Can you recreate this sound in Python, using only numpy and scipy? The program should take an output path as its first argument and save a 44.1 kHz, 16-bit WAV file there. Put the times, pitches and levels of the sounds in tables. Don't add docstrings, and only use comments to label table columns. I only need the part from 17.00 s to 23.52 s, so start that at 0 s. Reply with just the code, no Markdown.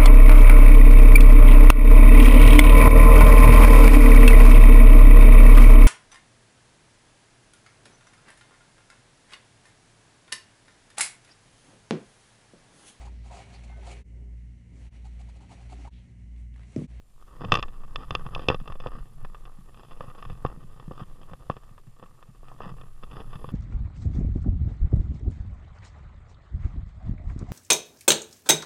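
import sys
import numpy as np
from scipy import signal
from scipy.fft import rfft, irfft
from scipy.io import wavfile
from scipy.ndimage import uniform_filter1d

SR = 44100
rng = np.random.default_rng(int(sys.argv[2]) if len(sys.argv) > 2 else 0)


def master_out(mix):
    frames = np.transpose(np.atleast_2d(mix))
    ceiling = np.clip(frames, -1, 1)
    pcm = np.round(ceiling * 32767).astype(np.int16)
    wavfile.write(sys.argv[1], SR, pcm)


N = 287532
TIME = np.arange(N) / SR

# f/Hz, relative level/dB
HISS_SPECTRUM = [(30, 14.5), (300, 11), (1200, -0.5), (3000, -1), (6000, -4), (9000, -3.5), (12000, -4.5),
                 (14000, -8.5), (15500, -16.5)]
SWAY_SPECTRUM = [(5, -18), (13, 2.5), (22, -8), (32, -12.5), (42, -16.5), (56, -18), (90, -47), (200, -86)]
PAD_SPECTRUM = [(35, -24.5), (60, -16), (95, -2.5), (130, 3.5), (175, -8), (240, -17.5), (340, -44),
                (700, -70)]
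# f/Hz, level/dB, flutter depth/Hz
IDLE_TONES = [(7280, -84, 25), (9200, -83, 130)]
# t/s, level/dB
WHINE_LEVELS = [(0, -100), (.8, -82), (1.25, -70.5), (1.7, -74), (2.4, -77.5), (2.55, -78), (3.05, -74),
                (3.9, -82), (4.5, -80), (4.75, -101), (5.3, -91), (5.75, -79), (6.52, -69)]
# f/Hz, relative level/dB, flutter depth/Hz
WHINE_PARTIALS = [(10149, -2, 25), (11790, -9, 70)]
# t/s, level before trim/dB
BACK_SWING = [(0.0, -54), (0.54, -38.5), (2.03, -33.5), (2.12, -60.5), (2.18, -33), (2.89, -52.5),
              (2.92, -39), (3.23, -44), (3.3, -36), (3.41, -44), (3.94, -47.5), (3.98, -43), (5.32, -54),
              (5.38, -45), (6.43, -37), (6.52, -58)]
# t/s, strap level/dB, pad level/dB
HARNESS_EFFORT = [(0.0, -84, -65), (0.23, -64.5, -64), (0.38, -57, -56), (0.52, -51.5, -46),
                  (0.72, -60.5, -55), (0.92, -57.5, -51.5), (1.32, -55.5, -44), (1.83, -63, -61),
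                  (1.98, -60, -51), (2.8, -62.5, -58.5), (3.03, -56.5, -67), (3.43, -57.5, -51),
                  (4.5, -62, -56), (4.76, -67, -60), (5.39, -64.5, -60.5), (5.68, -60, -47),
                  (5.99, -62.5, -56), (6.28, -55.5, -48), (6.52, -60.5, -52)]
# t/s, length/s, level/dB, brightness/dB
STRAP_SCRAPES = [(0.397, 0.11, -48, 1), (0.524, 0.072, -40.5, 10.5), (1, 0.052, -49.5, 4),
                 (1.084, 0.14, -49.5, 1.5), (1.251, 0.094, -51, 1), (1.373, 0.1, -46, 3),
                 (1.505, 0.036, -39.5, 1), (1.602, 0.013, -47, 4.5), (1.661, 0.061, -53, 3.5),
                 (1.817, 0.069, -52, 5), (1.915, 0.087, -53, 2.5), (2.743, 0.19, -56.5, 5.5),
                 (2.972, 0.12, -55.5, 1), (3.18, 0.16, -61, 8), (3.47, 0.058, -56, -1),
                 (3.717, 0.068, -56, 0.5), (3.918, 0.12, -53, 2), (4.217, 0.017, -53, 2.5),
                 (4.29, 0.028, -59, -3), (4.521, 0.055, -55, 1.5), (5, 0.045, -57.5, 1),
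                 (5.451, 0.043, -59.5, 4), (5.603, 0.12, -51, 1.5), (5.796, 0.025, -73, -7),
                 (6.028, 0.027, -55.5, 5), (6.111, 0.12, -52.5, 4), (6.333, 0.07, -53, 2),
                 (6.444, 0.061, -54, 6)]
# f/Hz, base t60/s, relative level/dB
THUD_MODES = [(148, 0.045, -3.5), (199, 0.022, 0), (287, 0.02, -3.5), (460, 0.014, -0.5),
              (508, 0.038, -4.5), (385, 0.014, -9), (723, 0.016, -3.5)]
BENDING_MODES = [(875, 0.04, -11), (1153, 0.047, 2.5), (1226.4, 0.042, 4), (1502, 0.024, -6),
                 (1770, 0.043, -5.5), (1846, 0.026, -13)]
STIFF_MODES = [(2570, .015, -8), (2690, .017, -1.5), (3010, .011, -8), (3230, .011, -5), (3490, .016, 1),
               (3990, .018, -8), (4930, .012, -17.5), (5150, .012, -19.5), (6250, .01, -20),
               (7200, .01, -27)]
# t/s, level/dB, f/Hz of the push
PAD_BUMPS = [(0.415, -42, 143), (0.453, -34, 137), (0.481, -36, 125), (0.521, -25.5, 147),
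             (0.585, -38, 130), (1.018, -53, 117), (1.109, -34, 132), (1.259, -34, 143), (1.556, -49, 150),
             (1.611, -39.5, 185), (1.693, -40, 102), (1.948, -45.5, 180), (1.972, -43.5, 153),
             (2.225, -44.5, 140), (2.585, -46, 181), (3.076, -40, 130), (3.26, -41.5, 103),
             (3.299, -39, 130), (3.321, -39, 110), (3.457, -36.5, 128), (3.572, -46.5, 149),
             (3.643, -44.5, 126.5), (3.877, -37, 190), (4.014, -36.5, 131), (4.315, -44, 133),
             (4.71, -49, 136), (4.87, -45.5, 143.5), (5.287, -46, 139), (5.662, -39, 143),
             (5.714, -39.5, 130), (6.132, -42.5, 130), (6.354, -37.5, 134), (6.476, -37.5, 122)]
# t/s, level/dB, relative click level/dB, relative thud level/dB
MOUNT_KNOCKS = [(0.443, -36.5, -17, 2), (0.4473, -40, -2, 5), (0.52, -15, 0.5, -29), (0.5294, -35.5, 0, 8),
                (0.5399, -25, 1.5, -28), (0.5522, -26.5, 2, -9), (0.5548, -27, 0, -16.5),
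                (0.571, -31.5, -5, -3), (0.602, -50, 3, -10), (0.6264, -33.5, 4, -20),
                (0.634, -35.5, -7.5, -25), (0.6822, -51, -1, 2.5), (0.8349, -48, -13, -16),
                (0.9582, -33, 4, -8.5), (1.107, -32, 0, -1), (1.1507, -27, 3, -5), (1.264, -39.5, -9, -10),
                (1.349, -40.5, 10.5, -17), (1.3617, -34, -24, -3.5), (1.3934, -42, -4, 5),
                (1.4852, -27.5, 11.5, 8.5), (1.5005, -25, -6.5, 5.5), (1.5226, -42.5, -9, 5),
                (1.5445, -35, -1, 6), (1.6762, -41.5, -3, -4), (1.6995, -42.5, -19, -14),
                (1.722, -42.5, -5.5, -23), (1.7542, -50.5, -6.5, 6.5), (1.801, -45, 0, 2.5),
                (1.8612, -36, -33, 5), (1.8694, -41, -1.5, 4), (2.248, -42, -10, -2),
                (2.346, -44, -10, -10), (2.453, -53, 0.5, -7), (2.744, -55, -2, -7.5), (2.91, -49, -7, -12),
                (3.0069, -36, -15, -1.5), (3.036, -55, -27, 9), (3.08, -58, -28, 5),
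                (3.1, -47.5, -9.5, -11), (3.149, -51.5, -8, -25), (3.1856, -50, -9, -24),
                (3.225, -40.5, -8.5, -29), (3.251, -42.5, -8.5, -6), (3.2986, -45.5, -6.5, 1.5),
                (3.4494, -27.5, -20.5, 5.5), (3.4622, -39.5, -6.5, -6), (3.7977, -47.5, -7.5, -1),
                (3.9105, -43.5, -39, 8), (4.0015, -47.5, -9.5, 1), (4.231, -53.5, -5, -3),
                (4.312, -55, -7, 0), (4.3339, -44.5, -9, 2.5), (4.4988, -26.5, -17.5, 2),
                (4.5095, -44, -6.5, -3), (4.5663, -48, -6, 4.5), (4.634, -57, -8, -5), (4.691, -59, -8, -8),
                (4.7788, -51, -10.5, -13.5), (5.0263, -48.5, -11, 4), (5.059, -55, -9.5, -10.5),
                (5.2263, -50, -7.5, -11.5), (5.4306, -55.5, -24, 5), (5.483, -51.5, -4, -3),
                (5.516, -47.5, -22, -10), (5.6044, -39, -21, 0), (5.6173, -46.5, -5, -2),
                (5.656, -46.5, -13, 1), (5.783, -54, -9.5, -4), (5.8123, -51, -1, -1.5),
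                (6.034, -46, -2.5, 3.5), (6.113, -52.5, 0, -4), (6.179, -49, -21, 6), (6.2025, -49, 0, 10),
                (6.332, -45, -8, -11), (6.3554, -46, -4, -16), (6.443, -41, -14.5, 6),
                (6.489, -42.5, -8.5, -9)]
# t/s, level/dB
GRIT_CRACKS = [(0.521, -59.5), (0.53, -62.5), (0.5405, -52.5), (0.5535, -58.5), (0.558, -62.5),
               (0.571, -65), (0.6265, -61), (1.152, -65.5)]
# f/Hz, width/Hz, depth (0-1)
CASE_NOTCHES = [(2156, 390, 0.7), (3783, 940, 0.7), (4220, 990, 0.95)]

FLUTTER_RATE_HZ = 41.7


def undb(db):
    return 10 ** (np.asarray(db) / 20)


def unit(x):
    return x / np.sqrt(np.mean(x ** 2))


def curves(table):
    s, *columns = np.transpose(table)
    return [np.interp(TIME, s, column) for column in columns]


def drift(rate_hz):
    step = max(int(SR / rate_hz), 1)
    return unit(uniform_filter1d(np.repeat(rng.standard_normal(N // step + 1), step), step)[:N])


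def noise(spectrum):
    hz, db = np.transpose(spectrum)
    bins_hz = np.arange(N // 2 + 1) * SR / N + 0.011
    gain = undb(np.interp(np.log(bins_hz), np.log(hz), db, left=-120, right=-120))
    return unit(irfft(rfft(rng.standard_normal(N)) * gain, N))


def steady(x, seconds):
    return x / np.sqrt(uniform_filter1d(x ** 2, int(seconds * SR)) + 0.0062)


def swells(rows, attack_s, release_s):
    power = np.zeros(N)
    for s, length, db in rows:
        decay = np.maximum(s - TIME, 0) / attack_s + np.maximum(TIME - s - length, 0) / release_s
        near = np.flatnonzero(decay < 10)
        power[near] += (undb(db) * np.exp(-decay[near])) ** 2
    return np.sqrt(power)


def low_pass(x, hz, order=2):
    return signal.sosfilt(signal.butter(order, hz, fs=SR, output="sos"), x)


def band_pass(x, low_hz, high_hz, order=2):
    return signal.sosfilt(signal.butter(order, [low_hz, high_hz], "band", fs=SR, output="sos"), x)


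def disperse(x, hz, width_hz):
    radius = np.exp(-np.pi * width_hz / SR)
    poles = np.array([1, -2 * radius * np.cos(2 * np.pi * hz / SR), radius ** 2])
    return signal.lfilter(poles[::-1], poles, x)


def ring(modes, pitch=1, damping=0, size=4096):
    t = np.arange(size) / SR
    return sum(undb(db) * np.sin(2 * np.pi * hz * pitch * t) * 1000 ** (-t * (1 / t60 + damping))
               for hz, t60, db in modes)


def strike(force, response, size=441):
    sound = signal.fftconvolve(force, response)
    return sound / np.sqrt(np.mean(sound[:size] ** 2))


def add(out, s, sound):
    start = int(s * SR)
    out[start:start + len(sound)] += sound[:max(N - start, 0)]


def hiss(effort_db, follow=0.17):
    level_db = -67.5 + follow * (effort_db - effort_db.mean())
    flicker_db = 1.1 * (.5 * drift(20) + drift(180))
    return undb(level_db + flicker_db) * noise(HISS_SPECTRUM)


def tone(hz, flutter_hz):
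    swing_hz = flutter_hz * (1 + .25 * drift(1.7)) * np.sin(2 * np.pi * FLUTTER_RATE_HZ * TIME)
    return np.sqrt(2) * np.sin(2 * np.pi * np.cumsum(hz + swing_hz) / SR)


def whine(throb_s=0.009, pip_s=0.0025, pip_share=0.9):
    whine_db, = curves(WHINE_LEVELS)
    sputter = swells([(1.62, 0.74, 0)], attack_s=0.092, release_s=0.11)
    from_beat_s = np.sin(np.pi * FLUTTER_RATE_HZ * TIME) / (np.pi * FLUTTER_RATE_HZ)
    sharpness = (1 - sputter) / throb_s + sputter / pip_s
    pips = np.exp(-(from_beat_s * sharpness) ** 2)
    throb = steady(pip_share * pips + 1 - pip_share, seconds=0.096) * undb(1.3 * drift(40))
    partials = sum(undb(whine_db + db) * tone(hz, flutter_hz) for hz, db, flutter_hz in WHINE_PARTIALS)
    idle = sum(undb(db + 2 * drift(120)) * tone(hz + flutter_hz * drift(200), flutter_hz)
               for hz, db, flutter_hz in IDLE_TONES)
    return throb * partials + idle


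def rumble(pad_db, scrape, pad_trim_db=-1, drag_db=-2, sway_trim_db=1.5, lurch_db=-5):
    shift = np.hypot(undb(pad_db + pad_trim_db), undb(drag_db) * scrape)
    lumps = unit(undb(1.5 * drift(16)))
    pad = steady(noise(PAD_SPECTRUM), seconds=0.22) * lumps * shift
    swing_db, = curves(BACK_SWING)
    lurch = swells([(s, 0, db + lurch_db) for s, db, _ in PAD_BUMPS], attack_s=0.025, release_s=0.33)
    sway = steady(noise(SWAY_SPECTRUM), seconds=0.22) * np.hypot(undb(swing_db + sway_trim_db), lurch)
    return pad + sway


def jerks(per_s, scatter_db):
    hits = (rng.random(N) < per_s / SR) * rng.choice([-1, 1], N)
    return unit(hits * undb(scatter_db * np.minimum(rng.exponential(size=N), 3)))


def slip(grip):
    force = jerks(per_s=520, scatter_db=4.2) + undb(-12) * rng.standard_normal(N)
    fluttering = unit(force * undb(2 * drift(90)))
    sliding = unit(steady(fluttering, seconds=0.12) * grip)
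    return unit(sliding + undb(-3) * jerks(per_s=36, scatter_db=2.5))


def rubbed(force, modes, wander_db=2.5, webbing_t60_s=0.03):
    out = np.zeros(N)
    for mode in modes:
        response = ring([mode], damping=1 / webbing_t60_s, size=2048)
        out += undb(wander_db * drift(18)) * signal.oaconvolve(force, response)[:N]
    return unit(out)


def straps(pull, bite):
    grip = unit(undb(2.5 * drift(35)))
    force = slip(grip)
    fine_force = unit(force + .5 * slip(grip))
    case = disperse(rubbed(force, BENDING_MODES), hz=1260, width_hz=450)
    mount = undb(-3 + 2 * drift(25)) * rubbed(force, THUD_MODES[2:])
    body = low_pass(case + mount, 2050, order=6)
    ticks = disperse(rubbed(fine_force, STIFF_MODES), hz=2870, width_hz=810)
    ticks = band_pass(ticks, 2500, 5600, order=3)
    scratch = unit(band_pass(fine_force, 4850, 5300))
    return pull * body + bite * (undb(-9) * ticks + undb(-21) * scratch)


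def bumps(push_s=0.001, settle_s=0.018):
    out = np.zeros(N)
    mount = ring(THUD_MODES)
    t = np.arange(len(mount)) / SR
    for s, db, hz in PAD_BUMPS:
        push = t / push_s * np.exp(-t / push_s)
        settle = unit(low_pass(rng.standard_normal(len(t)), 600)) * np.exp(-t / settle_s)
        force = band_pass(push + undb(-19) * settle, .7 * hz, 1.54 * hz)
        add(out, s, undb(db) * strike(force, mount, size=880))
    return out


def contact(db, chance, size=512):
    skitter = np.clip((-31.5 - db) / 14, 0, 1)
    spread_s = 0.003 + 0.004 * skitter
    chatter = 0.19 + 0.25 * skitter
    lags, strengths = chance
    rebounds = np.clip((lags * spread_s * SR).astype(int), 1, size - 1)
    force = np.zeros(size)
    force[0] = 1
    np.add.at(force, rebounds, chatter * (2 * strengths - 1))
    return force


def click(db):
    freedom = np.clip((db + 27.5) / 11.5, 0, 1)
    response = ring(STIFF_MODES, damping=-freedom / 0.052)
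    for hz, width_hz in (2524, 1000), (3220, 540), (4900, 800):
        response = disperse(response, hz, width_hz)
    return band_pass(response, 2500, 5100, order=4)


def crunch(top_db, peak_s=0.00083, size=4096):
    age = np.arange(size) / SR / peak_s
    grit = rng.standard_normal(size)
    muffled = band_pass(grit, 4600, 6400, order=3) + undb(top_db) * band_pass(grit, 6500, 11000)
    return unit(muffled * age * np.exp(-age))


def knocks():
    out = np.zeros(N)
    mount = disperse(ring(THUD_MODES), hz=300, width_hz=328)
    chances = rng.random((len(MOUNT_KNOCKS), 2, 8))
    for (s, db, click_db, thud_db), chance in zip(MOUNT_KNOCKS, chances):
        force = contact(db, chance)
        cushion = np.clip(-click_db / 18, 0, 1)
        pitch = 1 - 0.046 * cushion
        case = ring(BENDING_MODES, pitch, damping=15)
        case = disperse(case, hz=1220 * pitch, width_hz=460 - 160 * cushion)
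        corner_hz = np.clip(3200 * 2 ** (click_db / 15), 1100, 3500)
        body = strike(low_pass(force, corner_hz, order=3), case)
        thud = strike(low_pass(force, 900), mount)
        snap = strike(force, click(db + click_db)) + undb(-27) * strike(force, crunch(top_db=-22.5))
        add(out, s, undb(db) * (body + undb(thud_db) * thud + undb(click_db) * snap))
    return out


def cracks():
    out = np.zeros(N)
    for s, db in GRIT_CRACKS:
        add(out, s, undb(db) * crunch(top_db=-14))
    return out


def through_case(x):
    for hz, width_hz, depth in CASE_NOTCHES:
        x = x - depth * band_pass(x, hz - width_hz / 2, hz + width_hz / 2, order=1)
    return x


def scene():
    rub_db, pad_db = curves(HARNESS_EFFORT)
    rub = undb(rub_db - 0.5)
    edges = dict(attack_s=0.0092, release_s=0.0023)
    scrape = swells([(s, length, db) for s, length, db, _ in STRAP_SCRAPES], **edges)
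    bite = swells([(s, length, db + bright) for s, length, db, bright in STRAP_SCRAPES], **edges)
    handling = knocks() + cracks() + bumps() + straps(np.hypot(rub, scrape), np.hypot(rub, bite))
    return (through_case(handling) + rumble(pad_db, scrape) + whine() + hiss(rub_db))[None]


def record(dry):
    ceiling, top_hz = 0.92, 14900
    rounded = ceiling * np.tanh(dry / ceiling)
    return signal.sosfilt(signal.ellip(8, .2, 70, top_hz, fs=SR, output="sos"), rounded)


dry = scene()
out = record(dry)
master_out(out)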